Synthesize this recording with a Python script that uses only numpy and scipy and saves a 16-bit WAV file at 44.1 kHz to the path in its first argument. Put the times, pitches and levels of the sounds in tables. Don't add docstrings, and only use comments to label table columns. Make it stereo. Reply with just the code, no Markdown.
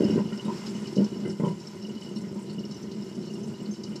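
import sys
import numpy as np
from scipy import signal
from scipy.fft import rfft, irfft
from scipy.io import wavfile
from scipy.ndimage import uniform_filter1d

SR = 44100
rng = np.random.default_rng(int(sys.argv[2]) if len(sys.argv) > 2 else 0)


def put_to_file(sound):
    columns = np.atleast_2d(sound).T
    safe = np.clip(columns, -1, 1)
    whole_steps = np.round(safe * 32767)
    wavfile.write(sys.argv[1], SR, whole_steps.astype(np.int16))


N = 176400

# f/Hz, width/Hz, gain/dB
PIPE_NOTES = [(166.5, 5.6, 1), (203.86, 13.8, 9), (289.6, 27, -7.5), (343, 22, -1.5), (386.5, 15, 2.5),
              (465, 28, 1), (570.6, 39, -5), (658, 25, -2)]
# f/Hz, width/Hz, gain/dB
THROAT_LOW_NOTES = [(962, 32.4, 9), (1012, 12, 3.5)]
# f/Hz, width/Hz, gain/dB
THROAT_HIGH_NOTES = [(1410, 65, 2.5), (1564, 26, -1.5), (1913, 45, 2), (2049, 42, -2)]
# t/s, gain/dB
WATER_FLOW = [(0, 9.5), (.25, 2.5), (.6, 7.5), (.85, 5), (1.1, 3), (1.5, 0.5), (2.3, 0.5), (4, 0)]


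def undb(db):
    return 10 ** (np.asarray(db) / 20)


def level(x, db):
    return x * undb(db) / np.sqrt(np.mean(x ** 2))


def peak(x, db):
    return x * undb(db) / np.abs(x).max()


def curve(rows):
    return undb(np.interp(np.arange(N) / SR, *np.array(rows).T))


def add(out, start_s, x):
    i = max(int(start_s * SR), 0)
    out[..., i:i + x.shape[-1]] += x[..., :max(N - i, 0)]


def pan(x, db):
    return x * undb(np.array([[db], [-db]]) / 2)


def resonate(x, hz, width):
    return signal.lfilter(*signal.iirpeak(hz, hz / width, SR), x)


def ring(x, notes):
    return sum(undb(db) * resonate(x, hz, width) for hz, width, db in notes)


def colour(x, points, size=4096):
    hz, db = np.array(points).T
    f = np.maximum(np.fft.rfftfreq(size, 1 / SR), 1)
    gain = undb(np.interp(np.log(f), np.log(hz), db))
    cepstrum = irfft(np.log(gain))
    cepstrum[1:size // 2] *= 2
    cepstrum[size // 2 + 1:] = 0
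    response = irfft(np.exp(rfft(cepstrum)))
    return signal.fftconvolve(x, response)[:len(x)]


def wander(per_s):
    hold = int(SR / per_s)
    steps = np.repeat(rng.standard_normal(N // hold + 1), hold)
    drift = uniform_filter1d(steps, hold)[:N]
    return drift / drift.std()


def patter(per_s, spread_db):
    hit = rng.random(N) < per_s / SR
    size = undb(spread_db * np.clip(rng.standard_normal(N), -2, 2))
    return hit * size * np.sign(rng.standard_normal(N))


def bubble(t, hz, decay_s, rise_per_s=0.66, attack_s=0.00052):
    tone = np.sin(2 * np.pi * hz * t * (1 + rise_per_s * t / 2))
    return tone * np.exp(-t / decay_s) * (1 - np.exp(-t / attack_s))


def flutter(t):
    return 1 + 0.43 * wander(per_s=240)[:len(t)]


def gulps():
    # t/s, level/dB, f/Hz, low splash/dB, high spatter/dB, fade/s
    # (fade is the time the bubble takes to drop by 60 dB)
    air_gulps = [(0.005, -5, 296, -68, -45, 0.013), (0.017, -15, 403, -63, -59, 0.056),
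                 (0.032, -5, 305, -49, -58, 0.037), (0.055, -22, 177, -53, -47, 0.04),
                 (0.097, -14, 272, -65, -46, 0.075), (0.107, -15, 275, -53, -61, 0.054),
                 (0.134, -17.5, 174, -55, -48, 0.051), (0.157, -9, 257, -63, -49, 0.028),
                 (0.165, -11.5, 231, -36, -77, 0.034), (0.176, -14, 435, -34, -40.5, 0.022),
                 (0.197, -16, 215, -31, -52, 0.041), (0.322, -19, 201, -45, -40.5, 0.091),
                 (0.378, -21, 214, -47, -48, 0.04), (0.455, -19, 174, -40, -62, 0.021),
                 (0.479, -16, 209, -28.5, -59, 0.063), (0.497, -31, 210, -32, -61, 0.037),
                 (0.543, -26, 198, -40, -65, 0.03), (0.677, -22.5, 199, -54, -65, 0.038),
                 (0.749, -20.5, 219, -55, -67, 0.085), (0.899, -52, 207, -56, -56, 0.083),
                 (0.967, -9.5, 230, -49, -59, 0.017), (0.982, -7.5, 184, -49, -58, 0.035),
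                 (0.992, -11.5, 229, -42, -47, 0.045), (1.003, -8.5, 203, -51, -58, 0.04),
                 (1.018, -15, 207, -38, -50, 0.08), (1.04, -19, 190, -58, -56, 0.023),
                 (1.1, -29, 202, -56, -67, 0.11), (1.222, -26, 208, -59, -72, 0.1),
                 (1.249, -27, 386, -48, -42, 0.046), (1.273, -23.5, 350, -60, -50, 0.029),
                 (1.301, -22.5, 207, -60, -47, 0.049), (1.397, -12.5, 161, -38, -43, 0.029),
                 (1.418, -19, 238, -42, -52, 0.11), (1.434, -9, 175, -27, -62, 0.042),
                 (1.441, -22, 380, -48, -58, 0.073), (1.448, -24, 165, -46, -52, 0.026),
                 (1.467, -25, 510, -60, -60, 0.06), (1.47, -16, 164, -62, -50, 0.064),
                 (1.495, -23.5, 171.5, -38, -65, 0.14), (1.961, -22, 224, -50, -60, 0.046),
                 (2.161, -24, 209, -49, -54, 0.099), (2.234, -23.5, 200, -62, -50.5, 0.078),
                 (2.362, -22.5, 198, -41.5, -61, 0.079), (2.583, -20, 205.4, -53, -60, 0.071),
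                 (2.837, -22, 218, -60, -52, 0.045), (3.174, -21.5, 225, -67, -56, 0.1),
                 (3.376, -24, 197, -50, -66, 0.077), (3.442, -25.5, 215, -46, -65, 0.16),
                 (3.482, -27, 203, -53, -71, 0.13), (3.688, -21, 201, -69, -55, 0.15),
                 (3.882, -26, 197, -71, -62, 0.29), (3.915, -28, 207, -65, -56, 0.11),
                 (3.956, -24, 347, -52, -55, 0.064)]
    # f/Hz, gain/dB
    gulp_tone = [(30, -30), (60, -34), (100, -9), (150, 1), (250, 0), (400, 7.5), (590, 4), (780, -17),
                 (1200, -31), (2500, -48), (8000, -43)]
    t = np.arange(SR // 3) / SR
    out = np.zeros(N)
    for start, db, hz, splash_db, spatter_db, fade_s in air_gulps:
        air = bubble(t, hz, decay_s=fade_s / np.log(1000), rise_per_s=1.64, attack_s=0.00082)
        churn = rng.standard_normal(len(t)) * np.exp(-t / 0.021)
        body = colour(air + undb(-9.5) * churn, gulp_tone)
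        splash = ring(resonate(churn, hz=890, width=210), THROAT_LOW_NOTES)
        spatter = ring(resonate(churn, hz=1640, width=450), THROAT_HIGH_NOTES)
        add(out, start, peak(body + ring(body, PIPE_NOTES), db - 4.5))
        add(out, start, peak(splash, splash_db - 4))
        add(out, start, peak(spatter, spatter_db + 0.5))
    return pan(out, db=0.54)


def trickle():
    # f/Hz, gain/dB
    drop_tone = [(25, -50), (45, -37), (70, -17), (100, -9), (135, 2), (170, -1.5), (220, 4), (280, -6),
                 (360, 0), (480, -13), (750, -22.5), (1000, -29.5), (1500, -40.5), (4000, -51),
                 (14000, -96)]
    # t/s, level/dB
    strength = [(0, -24), (.2, -28), (.42, -39.5), (.52, -31.5), (.61, -41.5), (.7, -34.5), (.92, -35.5),
                (1.28, -31), (1.36, -40), (1.52, -34), (1.6, -40.5), (1.76, -40.5), (1.88, -36), (2.3, -36),
                (2.7, -37), (3.0, -37), (3.45, -34.5), (4, -37.5)]
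    drops = colour(patter(per_s=420, spread_db=3), drop_tone)
    murmur = level(drops + ring(drops, PIPE_NOTES), db=0) * curve(strength)
    splashes = resonate(patter(per_s=500, spread_db=4.5), hz=1340, width=1100)
    throat = ring(splashes, THROAT_LOW_NOTES) + undb(-4.5) * ring(splashes, THROAT_HIGH_NOTES)
    babble = level(throat, db=-61.5) * curve(WATER_FLOW)
    return pan(murmur, db=0.33) + pan(babble, db=0)


def film():
    # f/Hz, left gain/dB, right gain/dB
    hiss_tone = [(100, -14, 2), (656, 8, 5), (1130, 7, 7.5), (2000, 0.5, 5), (2420, 2.5, 3),
                 (3530, 1.5, 1.5), (4620, 1, 5), (5550, 5.5, 9.5), (5950, -5, 5.5), (7480, 4.5, -9),
                 (7840, 0.5, -13), (9500, -10, -18), (11300, -14, -24), (13800, -16, -15.5)]
    shared = rng.standard_normal(N)
    sides = [colour(shared + 0.99 * rng.standard_normal(N), np.array(hiss_tone)[:, [0, side]])
             for side in (1, 2)]
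    flicker = undb(1.32 * wander(per_s=24.98))
    return level(np.array(sides), db=-54) * flicker * curve(WATER_FLOW)


def cup(x):
    # f/Hz, width/Hz, left gain/dB, right gain/dB
    cup_notes = [(2920, 90, 18, 21.5), (3730, 200, -11, 10), (4074, 36, 20, 8.5), (4396, 23, -18, 19),
                 (4720, 120, -19, 10.5), (5070, 45, -20, 12.5), (5344, 59, -4.5, 15.5), (5940, 59, -6, 0),
                 (6000, 110, 3, 6), (6460, 130, -0.5, -17), (7150, 110, 10.5, -25), (7650, 71, 16, -22),
                 (8020, 38.5, 8, -5), (8480, 96, 5, -6), (9020, 65, 1, -32)]
    left = ring(x, [(hz, width, db) for hz, width, db, _ in cup_notes])
    right = ring(x, [(hz, width, db) for hz, width, _, db in cup_notes])
    return np.array([left, right])


def fizz():
    # f/Hz, gain/dB
    fizz_tone = [(500, -51), (2000, -3), (4000, -8.5), (5400, 1.5), (7500, -2.5), (9000, -0.5),
                 (11000, 2.5), (14000, -28)]
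    decay_s = 0.011
    spray = np.zeros(N)
    for hz in np.geomspace(4000, 8200, 4):
        hits = np.abs(patter(per_s=55, spread_db=6))
        bursts = signal.lfilter([1], [1, -np.exp(-1 / (decay_s * SR))], hits)
        spray += resonate(bursts * rng.standard_normal(N), hz, width=1350)
    spray = colour(spray, fizz_tone)
    direct = pan(undb(-9) * spray, db=8.5)
    return level(cup(spray) + direct, db=-56)


def whine():
    noise = rng.standard_normal((2, N))
    whistle = resonate(noise, hz=11800, width=100)
    return level(resonate(whistle, hz=11930, width=200), db=-75.5)


def crackle():
    low_hz, high_hz = 3750, 8100
    t = np.arange(SR // 20) / SR
    out = np.zeros(N)
    for when, pitch, strength in rng.random(size=(170, 3)):
        hz = low_hz * (high_hz / low_hz) ** pitch
        tick = bubble(t, hz, decay_s=0.0034)
        add(out, when * N / SR, peak(tick, db=-56 + 6 * strength))
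    return pan(out, db=-6.5)


def pings():
    # t/s, relative level/dB, f/Hz
    bursts = [(0.032, -38, 2810), (0.068, -39, 2960), (0.104, -33, 2920), (0.124, -40, 2880),
              (0.143, -41, 2885), (0.185, -39, 2770), (0.326, -36, 2930), (0.396, -30.5, 2914),
              (0.75, -40, 2940), (0.856, -36.5, 2960), (0.977, -34, 2936), (1.141, -42, 2915),
              (1.256, -38, 2940), (1.449, -36, 3000), (1.479, -40.5, 2924), (1.849, -35, 2890),
              (1.897, -41, 2930), (1.973, -39.5, 2960), (2.022, -35, 2950), (2.063, -40.5, 2910),
              (2.09, -41, 2920), (2.582, -37.5, 2893), (2.634, -41, 2880), (3.302, -38.5, 2850),
              (3.354, -43.5, 2830), (3.537, -43.5, 2870), (3.6, -44, 2890), (3.863, -41.5, 2910),
              (3.928, -42.5, 2940)]
    # t/s, level/dB
    strength = [(0, -52), (.38, -58.5), (.55, -59), (1.0, -60.5), (2.0, -65), (4, -64)]
    simmer_hz = 2914
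    t = np.arange(SR // 10) / SR
    simmer = resonate(patter(per_s=110, spread_db=1), simmer_hz, width=200)
    simmer = resonate(simmer, simmer_hz, width=460)
    out = level(simmer, db=0) * curve(strength)
    for start, db, hz in bursts:
        ping = bubble(t, hz, decay_s=0.005, rise_per_s=0.75, attack_s=0.002) * flutter(t)
        add(out, start, peak(ping, db - 4))
    return pan(out, db=-7)


def spits():
    # t/s, spray level/dB, plink level/dB, f/Hz, decay/s
    droplets = [(0.043, -32, -35, 5120, 0.0047), (0.106, -37, -36, 5400, 0.0092),
                (0.375, -36.5, -44, 5400, .008), (0.448, -39.5, -42, 3740, 0.011),
                (0.449, -44, -57, 8960, .008), (0.662, -30, -43.5, 5030, 0.014),
                (0.763, -38, -42, 6180, .009), (0.869, -34, -47, 5220, .009),
                (0.956, -33, -39, 5480, 0.019), (1.042, -32, -45, 5270, 0.0077),
                (1.299, -37, -44.5, 5450, 0.023), (1.6, -42, -43, 5450, 0.031),
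                (1.671, -35, -33, 5350, .008), (1.822, -36, -45, 5420, .009),
                (1.866, -43, -45, 5740, 0.008), (2.16, -39, -35, 5430, 0.0064),
                (2.164, -38.5, -42.5, 4070, 0.015), (2.495, -38, -43, 4370, 0.026),
                (2.592, -37, -35, 5490, 0.0064), (2.65, -37, -44, 5470, 0.0068),
                (2.71, -34.5, -42, 5430, 0.016), (2.742, -38, -45, 5950, .009),
                (2.766, -41, -41, 5420, 0.0077), (2.826, -39, -43, 5930, 0.006),
                (2.914, -34.5, -52, 4930, 0.0086), (3.022, -36, -44, 5050, .008),
                (3.251, -40, -47.5, 5510, 0.024), (3.27, -47, -46, 4360, 0.017),
                (3.337, -49, -38.5, 5490, 0.0043), (3.432, -42, -45.5, 6100, 0.0061),
                (3.657, -41, -42.5, 4380, 0.0071), (3.711, -44, -42, 6270, .009),
                (3.743, -42, -47, 5450, 0.007), (3.835, -30, -42, 5540, .009),
                (3.957, -32.5, -40, 5480, .009)]
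    attack_s, width_hz = 0.00033, 2100
    t = np.arange(SR // 6) / SR
    out = np.zeros((2, N))
    for start, spray_db, plink_db, hz, decay_s in droplets:
        burst = rng.standard_normal(len(t)) * np.exp(-t / decay_s) * (1 - np.exp(-t / attack_s))
        spray = resonate(resonate(burst, hz, width_hz), hz, 2 * width_hz)
        direct = pan(undb(-14) * spray, db=-20)
        add(out, start, peak(cup(spray) + direct, spray_db))
        plink = bubble(t, hz, decay_s) * flutter(t)
        add(out, start, pan(peak(plink, plink_db), db=-8))
    return out


def basin(pair):
    left, right = undb(-5.5) * resonate(pair, hz=322, width=91)
    return pair + np.array([-left, right])


def from_right(pair, lag_s=0.00009):
    left, right = pair
    f = np.fft.rfftfreq(N, 1 / SR)
    late_left = irfft(rfft(left) * np.exp(-2j * np.pi * f * lag_s), N)
    return np.array([late_left, right])


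def room(x):
    fade_s, low_cut_hz, echo_db = 0.093, 700, -5.5
    t = np.arange(SR // 2) / SR
    tails = rng.standard_normal((2, len(t))) * undb(-60 * t / fade_s)
    tails = signal.sosfilt(signal.butter(2, low_cut_hz, "high", fs=SR, output="sos"), tails)
    tails /= np.sqrt(np.sum(tails ** 2, axis=1, keepdims=True))
    return x + undb(echo_db) * signal.fftconvolve(x, tails, axes=1)[:, :N]


def scene():
    strainer = pings() + spits() + crackle() + fizz() + film()
    pipe = gulps() + trickle()
    return room(basin(pipe) + from_right(strainer)) + whine()


def record(dry):
    top_hz = 14150
    return signal.sosfilt(signal.ellip(10, .2, 80, top_hz, fs=SR, output="sos"), dry)


dry = scene()
out = record(dry)
put_to_file(out)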